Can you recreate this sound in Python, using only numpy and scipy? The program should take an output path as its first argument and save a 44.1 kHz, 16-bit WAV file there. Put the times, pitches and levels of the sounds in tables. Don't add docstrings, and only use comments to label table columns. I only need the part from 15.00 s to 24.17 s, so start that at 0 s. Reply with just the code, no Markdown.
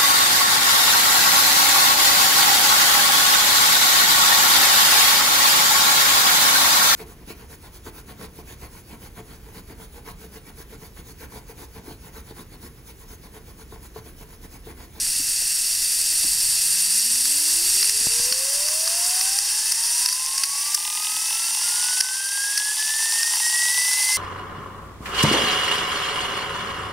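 import sys
import numpy as np
from scipy import signal
from scipy.fft import rfft, irfft
from scipy.io import wavfile

SR = 44100
rng = np.random.default_rng(int(sys.argv[2]) if len(sys.argv) > 2 else 0)


def materialize(psi):
    bounded = np.clip(np.atleast_2d(psi).T, -1, 1)
    quanta = np.round(bounded * 32767).astype(np.int16)
    wavfile.write(sys.argv[1], SR, quanta)


N = 404397


def from_db(db):
    return 10 ** (np.asarray(db) / 20)


def rms_one(x):
    return x / np.sqrt(np.mean(x ** 2) + 1e-20)


def in_time(rows):
    start_s, *columns = np.transpose(rows)
    return [np.interp(np.arange(N) / SR, start_s, column) for column in columns]


def drift(rate_hz):
    r = np.exp(-80 * np.pi * rate_hz / SR)
    noise = rng.standard_normal(N // 40 + 2002)
    slow = signal.lfilter([1], [1, -2 * r, r * r], noise)[2000:]
    return np.interp(np.arange(N) / 40, np.arange(len(slow)), rms_one(slow))


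def butter(x, hz, kind, order=2):
    return signal.sosfilt(signal.butter(order, hz, kind, fs=SR, output="sos"), x)


def shelf(x, hz, low_db, high_db):
    low = butter(butter(x, hz, "low", order=4), hz, "low", order=4)
    high = butter(butter(x, hz, "high", order=4), hz, "high", order=4)
    return from_db(low_db) * low + from_db(high_db) * high


def resonance(x, hz, width_hz):
    r = np.exp(-np.pi * width_hz / SR)
    poles = [1, -2 * r * np.cos(2 * np.pi * hz / SR), r * r]
    return signal.lfilter([(1 - r * r) / 2, 0, (r * r - 1) / 2], poles, x)


def ring(clicks, hz, t60_s):
    r, w = from_db(-60 / (t60_s * SR)), 2 * np.pi * hz / SR
    return signal.lfilter([0, np.sin(w)], [1, -2 * r * np.cos(w), r * r], clicks + 1e-18)


def clicks_at(times_s, db):
    out = np.zeros(N)
    out[(np.asarray(times_s) * SR).astype(int)] = from_db(db)
    return out


# [start_s, level_db]
RUMBLE_LEVEL = [(0.0, -46), (0.23, -47), (0.92, -54), (1.3, -47.5), (1.99, -56), (2.12, -47), (2.32, -52.5),
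                (3.24, -44), (3.6, -51.5), (7.17, -70.5), (9.17, -61)]
# [start_s, tick_db, ring_db, ring_hz, t60_s]
BODY_THUMPS = [(0.021, -49, -42, 294, 0.066), (0.198, -40, -32.5, 282, 0.053), (0.421, -36, -53, 250, .02),
               (1.242, -33, -33, 120, 0.019), (1.248, -38, -31.5, 286, 0.038), (3.01, -32, -33, 250, .04),
               (3.069, -17.5, -12, 132, 0.011), (3.188, -42, -33, 149, 0.028),
               (3.1987, -25, -27, 99, 0.027), (3.315, -34, -33, 243, 0.031)]


def handling():
    rumble = butter(rng.standard_normal(N), 26, "low", order=1)
    rumble = rms_one(butter(rumble, 2.7, "high"))
    level_db, = in_time(RUMBLE_LEVEL)
    out = from_db(level_db + 1.6 * drift(13)) * butter(rumble, 350, "low")
    for start_s, tick_db, ring_db, ring_hz, t60_s in BODY_THUMPS:
        out -= ring(clicks_at([start_s], tick_db + 9.5), 580, 0.0032)
        out += ring(clicks_at([start_s + 0.0012], ring_db), ring_hz, t60_s)
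    return out


# [first_s, end_s, spacing_turns, scatter_turns, low_ring_db, bright_click_db]
KNOCK_SPELLS = [(5.174, 5.74, .4, .06, -36, -32), (5.777, 6.16, .5, .015, -30, -21),
                (6.168, 6.41, .5, .03, -32, -24), (6.418, 6.75, .5, .04, -33, -28),
                (6.761, 7.09, .5, .07, -33, -26), (7.109, 7.58, .79, .06, -35, -29),
                (7.600, 7.94, .8, .07, -34, -24), (7.957, 8.16, 1, .02, -34, -27),
                (8.177, 8.32, 1, .03, -35, -24), (8.337, 8.42, 1, .02, -28, -22),
                (8.434, 8.7, 1, .03, -32, -23), (8.714, 8.8, 1, .05, -34, -22),
                (8.820, 9.13, 1, .06, -31, -22)]
WHINE_CYCLES_PER_TURN = 60
KNOCK_SPREAD_DB = 2.2
BOUNCE_SHARE, BOUNCE_S, BOUNCE_LOSS_DB = .2, .014, 1.5


def knock_times():
    t = np.arange(N) / SR
    whine_hz = in_time(ROTOR_ORDERS)[0]
    turns = np.cumsum(whine_hz) / SR / WHINE_CYCLES_PER_TURN
    rows = []
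    for first_s, end_s, spacing, scatter, low_db, click_db in KNOCK_SPELLS:
        first_turn, end_turn = np.interp([first_s, end_s], t, turns)
        at = np.arange(first_turn, end_turn, spacing)
        late, strength, click = rng.standard_normal((3, len(at)))
        s = np.interp(at + scatter * late, turns, t)
        ring_levels = low_db + KNOCK_SPREAD_DB * strength
        click_levels = click_db + KNOCK_SPREAD_DB * (strength + click)
        levels = np.vstack([ring_levels, click_levels])
        bounces = (rng.random(len(at)) < BOUNCE_SHARE) & (spacing > 2 / 3)
        rows.append(np.vstack([s, levels]))
        rows.append(np.vstack([s + BOUNCE_S, levels - BOUNCE_LOSS_DB])[:, bounces])
    return np.hstack(rows)


# [pitch_hz, relative_db, t60_s]
HOUSING_MODES = [(850, 3.5, 0.071), (895, -3, 0.066), (1000, -9.5, 0.11), (2016, -1.5, 0.027)]
# [pitch_hz, relative_db, t60_s]
BEARING_MODES = [(2720, -9, 0.032), (3010, -3, 0.016), (3496, -3.5, 0.017), (3810, -4.5, 0.012),
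                 (5840, 2, 0.0077)]
MODE_SPREAD_DB = 1.5


def knocks():
    s, low_db, click_db = knock_times()
    low, bright = np.zeros(N), np.zeros(N)
    for hz, mode_db, t60_s in HOUSING_MODES:
        chance_db = MODE_SPREAD_DB * rng.standard_normal(len(s))
        low += ring(clicks_at(s, low_db + mode_db + chance_db), hz, t60_s)
    for hz, mode_db, t60_s in BEARING_MODES:
        chance_db = MODE_SPREAD_DB * rng.standard_normal(len(s))
        bright += ring(clicks_at(s - .0012, click_db + mode_db + chance_db), hz, t60_s)
    return butter(low, 957, "high", order=8) + butter(bright, 2650, "high", order=4)


# [start_s, whine_hz, whine_db, second_order_db, fourth_order_db]
ROTOR_ORDERS = [(1.3, 89, -59.5, -70, -71), (1.85, 186.3, -54, -65, -75), (2.45, 303.8, -49.5, -59.5, -70),
                (2.9, 408.5, -48.5, -63, -72), (3.3, 503, -39, -66, -65), (3.65, 594, -38.5, -58, -65),
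                (4.25, 765, -43, -48, -63.5), (4.7, 881, -50, -47.5, -70), (5.24, 1040, -41, -53, -72),
                (5.75, 1180, -41.5, -51, -60), (6.1, 1262, -40.5, -41, -65),
                (6.36, 1334.2, -45.5, -38.5, -55), (6.75, 1431, -42, -48, -48),
                (7.1, 1536, -32.5, -48, -48), (7.47, 1638, -28.5, -45.5, -53), (7.9, 1747, -32, -46, -39),
                (8.3, 1858, -31.5, -48, -38), (8.65, 1935, -26.5, -48, -36), (8.98, 2024, -30, -44, -46),
                (9.17, 2062, -26.5, -47, -55)]
# [middle_s, depth_db, length_s]
WHINE_DROPOUTS = [(2.718, 12, 0.037), (4.495, 11, 0.035), (4.679, 19, 0.032), (4.743, 15, .03),
                  (6.29, 16, .05), (6.56, 18, 0.077), (6.625, 14, 0.016), (7.32, 4, 0.051),
                  (7.513, 2.5, 0.042), (7.761, 28, 0.038), (8.137, 4, 0.038), (8.321, 7, 0.046),
                  (8.39, 33, .05), (8.5, 8.5, 0.029)]
START_S, FADE_IN_S = 1.1, .24


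def whine():
    hz, first_db, second_db, fourth_db = in_time(ROTOR_ORDERS)
    t = np.arange(N) / SR
    for middle_s, depth_db, length_s in WHINE_DROPOUTS:
        first_db = first_db - depth_db * np.exp(-(2 * (t - middle_s) / length_s) ** 2)
    phase = 2 * np.pi * np.cumsum(hz * (1 + 0.002 * drift(33.6))) / SR
    tones = from_db(first_db + 1.47 * drift(63) + 1.04 * drift(24)) * np.sin(phase)
    tones += from_db(second_db + 1.5 * drift(17)) * np.sin(2 * phase)
    tones += from_db(fourth_db + 1.9 * drift(28)) * np.sin(4 * phase)
    return np.sqrt(2) * tones * np.clip((t - START_S) / FADE_IN_S, 0, 1)


# [pitch_hz, relative_db]
HISS_COLOUR = [(60, -30.5), (100, -32.5), (350, -36), (750, -49), (1450, -25), (1600, -21.5), (2350, -29.5),
               (4000, -17.5), (4500, -12.5), (6300, -11), (9400, -11), (10600, -10), (12900, -31),
               (15700, -63)]
# [centre_hz, width_hz, earlier_db, later_db], levels relative
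CASING_MODES = [(984, 94, -28.5, -23.5), (1115, 124, -31, -21), (1680, 69, -48, -13.5),
                (2008, 196, -21.5, -15), (2712, 214, -12, -11.5), (3204, 230, -35, -13.5),
                (3806, 67, -26, -12), (4693, 148, -4, -6), (5346, 250, -9.5, -6.5), (5655, 175, -6, -8),
                (5947, 300, -13, -3.5), (6575, 115, -6.5, -6), (7570, 1000, -14, -12), (8200, 510, -4, -25),
                (8590, 820, -14, -8), (9095, 78, 4.5, -5), (9110, 157, -23, -2.5), (9540, 800, -10.5, -3.5),
                (11120, 440, -8.5, -26.5), (11200, 81, -24, -17), (11760, 250, -9, -24),
                (12520, 110, -8, -16), (13700, 270, -44, -39), (16000, 390, -53, -21)]
# [centre_hz, width_hz, earlier_depth, halfway_depth, later_depth], depths 0-1
PATH_DIPS = [(1450, 250, .4, .2, .3), (2330, 300, .5, .4, .6), (4000, 250, .4, .6, .5),
             (6250, 300, .3, .5, .5), (6490, 100, .6, .2, .4), (6980, 250, .5, .4, .4),
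             (8050, 200, .4, .3, .5), (8850, 150, .6, .3, .5), (10180, 250, .5, .7, .3),
             (10450, 200, .6, .4, 0), (10750, 450, 0, .1, .8), (11750, 400, .65, .6, .75),
             (12720, 350, 0, .7, .2), (13020, 500, .6, 0, .7), (14330, 500, .4, .5, .4)]


def casing_hiss(later):
    hz = np.maximum(np.arange(N // 2 + 1) * SR / N, 1)
    knots_hz, levels_db = np.transpose(HISS_COLOUR)
    colour = from_db(np.interp(np.log(hz), np.log(knots_hz), levels_db))
    broad = irfft(rfft(rng.standard_normal(N)) * colour, N)
    white = rng.standard_normal((2, N))
    out = broad * from_db(drift(25))
    for k, (centre_hz, width_hz, early_db, late_db) in enumerate(CASING_MODES):
        level_db = early_db + (late_db - early_db) * np.clip(later, 0, 1)
        out += resonance(white[k % 2], centre_hz, width_hz) * from_db(level_db + 0.83 * drift(14))
    for centre_hz, width_hz, *depths in PATH_DIPS:
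        depth = np.interp(later, [0, .5, 1], np.clip(depths, 0, .9))
        out -= depth * resonance(out, centre_hz, width_hz)
    return rms_one(out)


# [start_s, level_db, length_s, extra_body_db]
WATER_SPITS = [(0.396, -27, 0.0032, 4), (1.995, -16, 0.0044, -2), (2.255, -13, 0.0013, 3.5),
               (2.827, -21.5, 0.0055, 15), (2.843, -18, .004, 8), (2.874, -7, .0015, -9),
               (2.893, -9, 0.0058, -0.5), (3.323, -12.5, 0.0081, 2), (3.683, -13.5, 0.0062, 0),
               (3.874, -15, 0.0053, 3.5), (4.209, -18, 0.0075, 3), (4.387, -14.5, .0055, -2),
               (4.657, -16, 0.0027, -3), (4.718, -13, 0.0077, -6), (5.058, -14.5, 0.0068, 1),
               (5.086, -14, 0.0068, -0.5), (5.098, -16, .003, -13), (5.125, -14, 0.0073, -5),
               (5.262, -12, .0015, -5), (5.378, -13.5, 0.0059, -2.5), (5.434, -14, 0.01, 0.5),
               (5.7437, -10.5, 0.01, -7), (7.004, -12, .010, -1), (7.574, -14, 0.0097, 0.5),
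               (8.23, -15.5, .004, 2.5)]
BODY_HZ = 5130


def water(hiss, flow_db):
    wet = from_db(1.3 * drift(240)) * butter(hiss, 8500, "low", order=1)
    gate, body_db = np.zeros(N), np.zeros(N)
    t = np.arange(2000) / SR
    for start_s, level_db, length_s, extra_db in WATER_SPITS:
        age, start = t / max(length_s, .001), int(start_s * SR)
        body_db[start + np.flatnonzero(age < 2)] = extra_db
        plug = np.tanh(9 * age) * np.exp(-age ** 4)
        wet_rms = np.std(wet[start + np.flatnonzero(age < 1)])
        gate[start:start + len(t)] += from_db(level_db) * plug / wet_rms
    drops = (rng.random(N) < 40 / SR) * np.minimum(rng.exponential(0.59, N), 2.5)
    gate += from_db(flow_db) * signal.lfilter([1], [1, -.97], drops)
    return butter(gate * shelf(wet, BODY_HZ, body_db, 0), 1060, "high", order=3)


# [start_s, flow_db, later_colour_share 0-1, extra_treble_db, extra_roar_db]
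STEAM_JET = [(0, -22, 0.1, -2, 3), (1, -21, 0.06, 0, 3.5), (1.4, -19.5, 0, -2, 2),
             (1.85, -19.5, 0, -2, 1.5), (2.2, -19, 0.01, -3, 2), (2.6, -19.5, 0, 0, -1),
             (2.8, -15.5, 0.08, -4, 2.5), (3.05, -13.5, 0.2, -6, 1), (3.3, -16, 0.55, 0, -4),
             (3.8, -19, 0.7, 3, -19), (4.2, -19, 0.73, 1, -11), (4.4, -21, 0.77, -1, -2.5),
             (5.0, -20.5, 0.88, -0.5, -2), (5.3, -23, 0.75, -1, 1), (6, -22.5, 0.86, 5, 3.5),
             (7, -22, 0.95, -2, 0), (8, -22, 0.95, 0.5, 1), (9.17, -21, 0.99, 0, -1)]
TREBLE_HZ, ROAR_HZ = 12800, 1090


def steam():
    flow_db, later, treble_db, roar_db = in_time(STEAM_JET)
    hiss = shelf(casing_hiss(later), TREBLE_HZ, 0, treble_db)
    hiss += (from_db(roar_db) - 1) * butter(hiss, ROAR_HZ, "low", order=4)
    spitting = water(hiss, flow_db)
    flicker_db = .5 * drift(45) + 0.24 * drift(380)
    return from_db(flow_db + flicker_db) * hiss + spitting


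def scene():
    return np.tile(handling() + knocks() + whine() + steam(), (2, 1))


LIMIT_DB, RELEASE_DB_PER_S = -17.5, 4.5
CUTOFF_HZ = 15750


def record(dry):
    loud_db = 10 * np.log10(signal.lfilter([.004], [1, -.996], dry[0] ** 2) + 1e-9)
    slope = RELEASE_DB_PER_S * np.arange(N) / SR
    held_db = np.maximum.accumulate(loud_db + slope) - slope
    over_db = np.maximum(held_db - LIMIT_DB, 0)
    attack = 0.006
    gain = from_db(-signal.lfilter([attack], [1, attack - 1], over_db))
    top_cut = signal.ellip(12, .5, 70, CUTOFF_HZ, fs=SR, output="sos")
    return signal.sosfilt(top_cut, dry * gain)


dry = scene()
out = record(dry)
materialize(out)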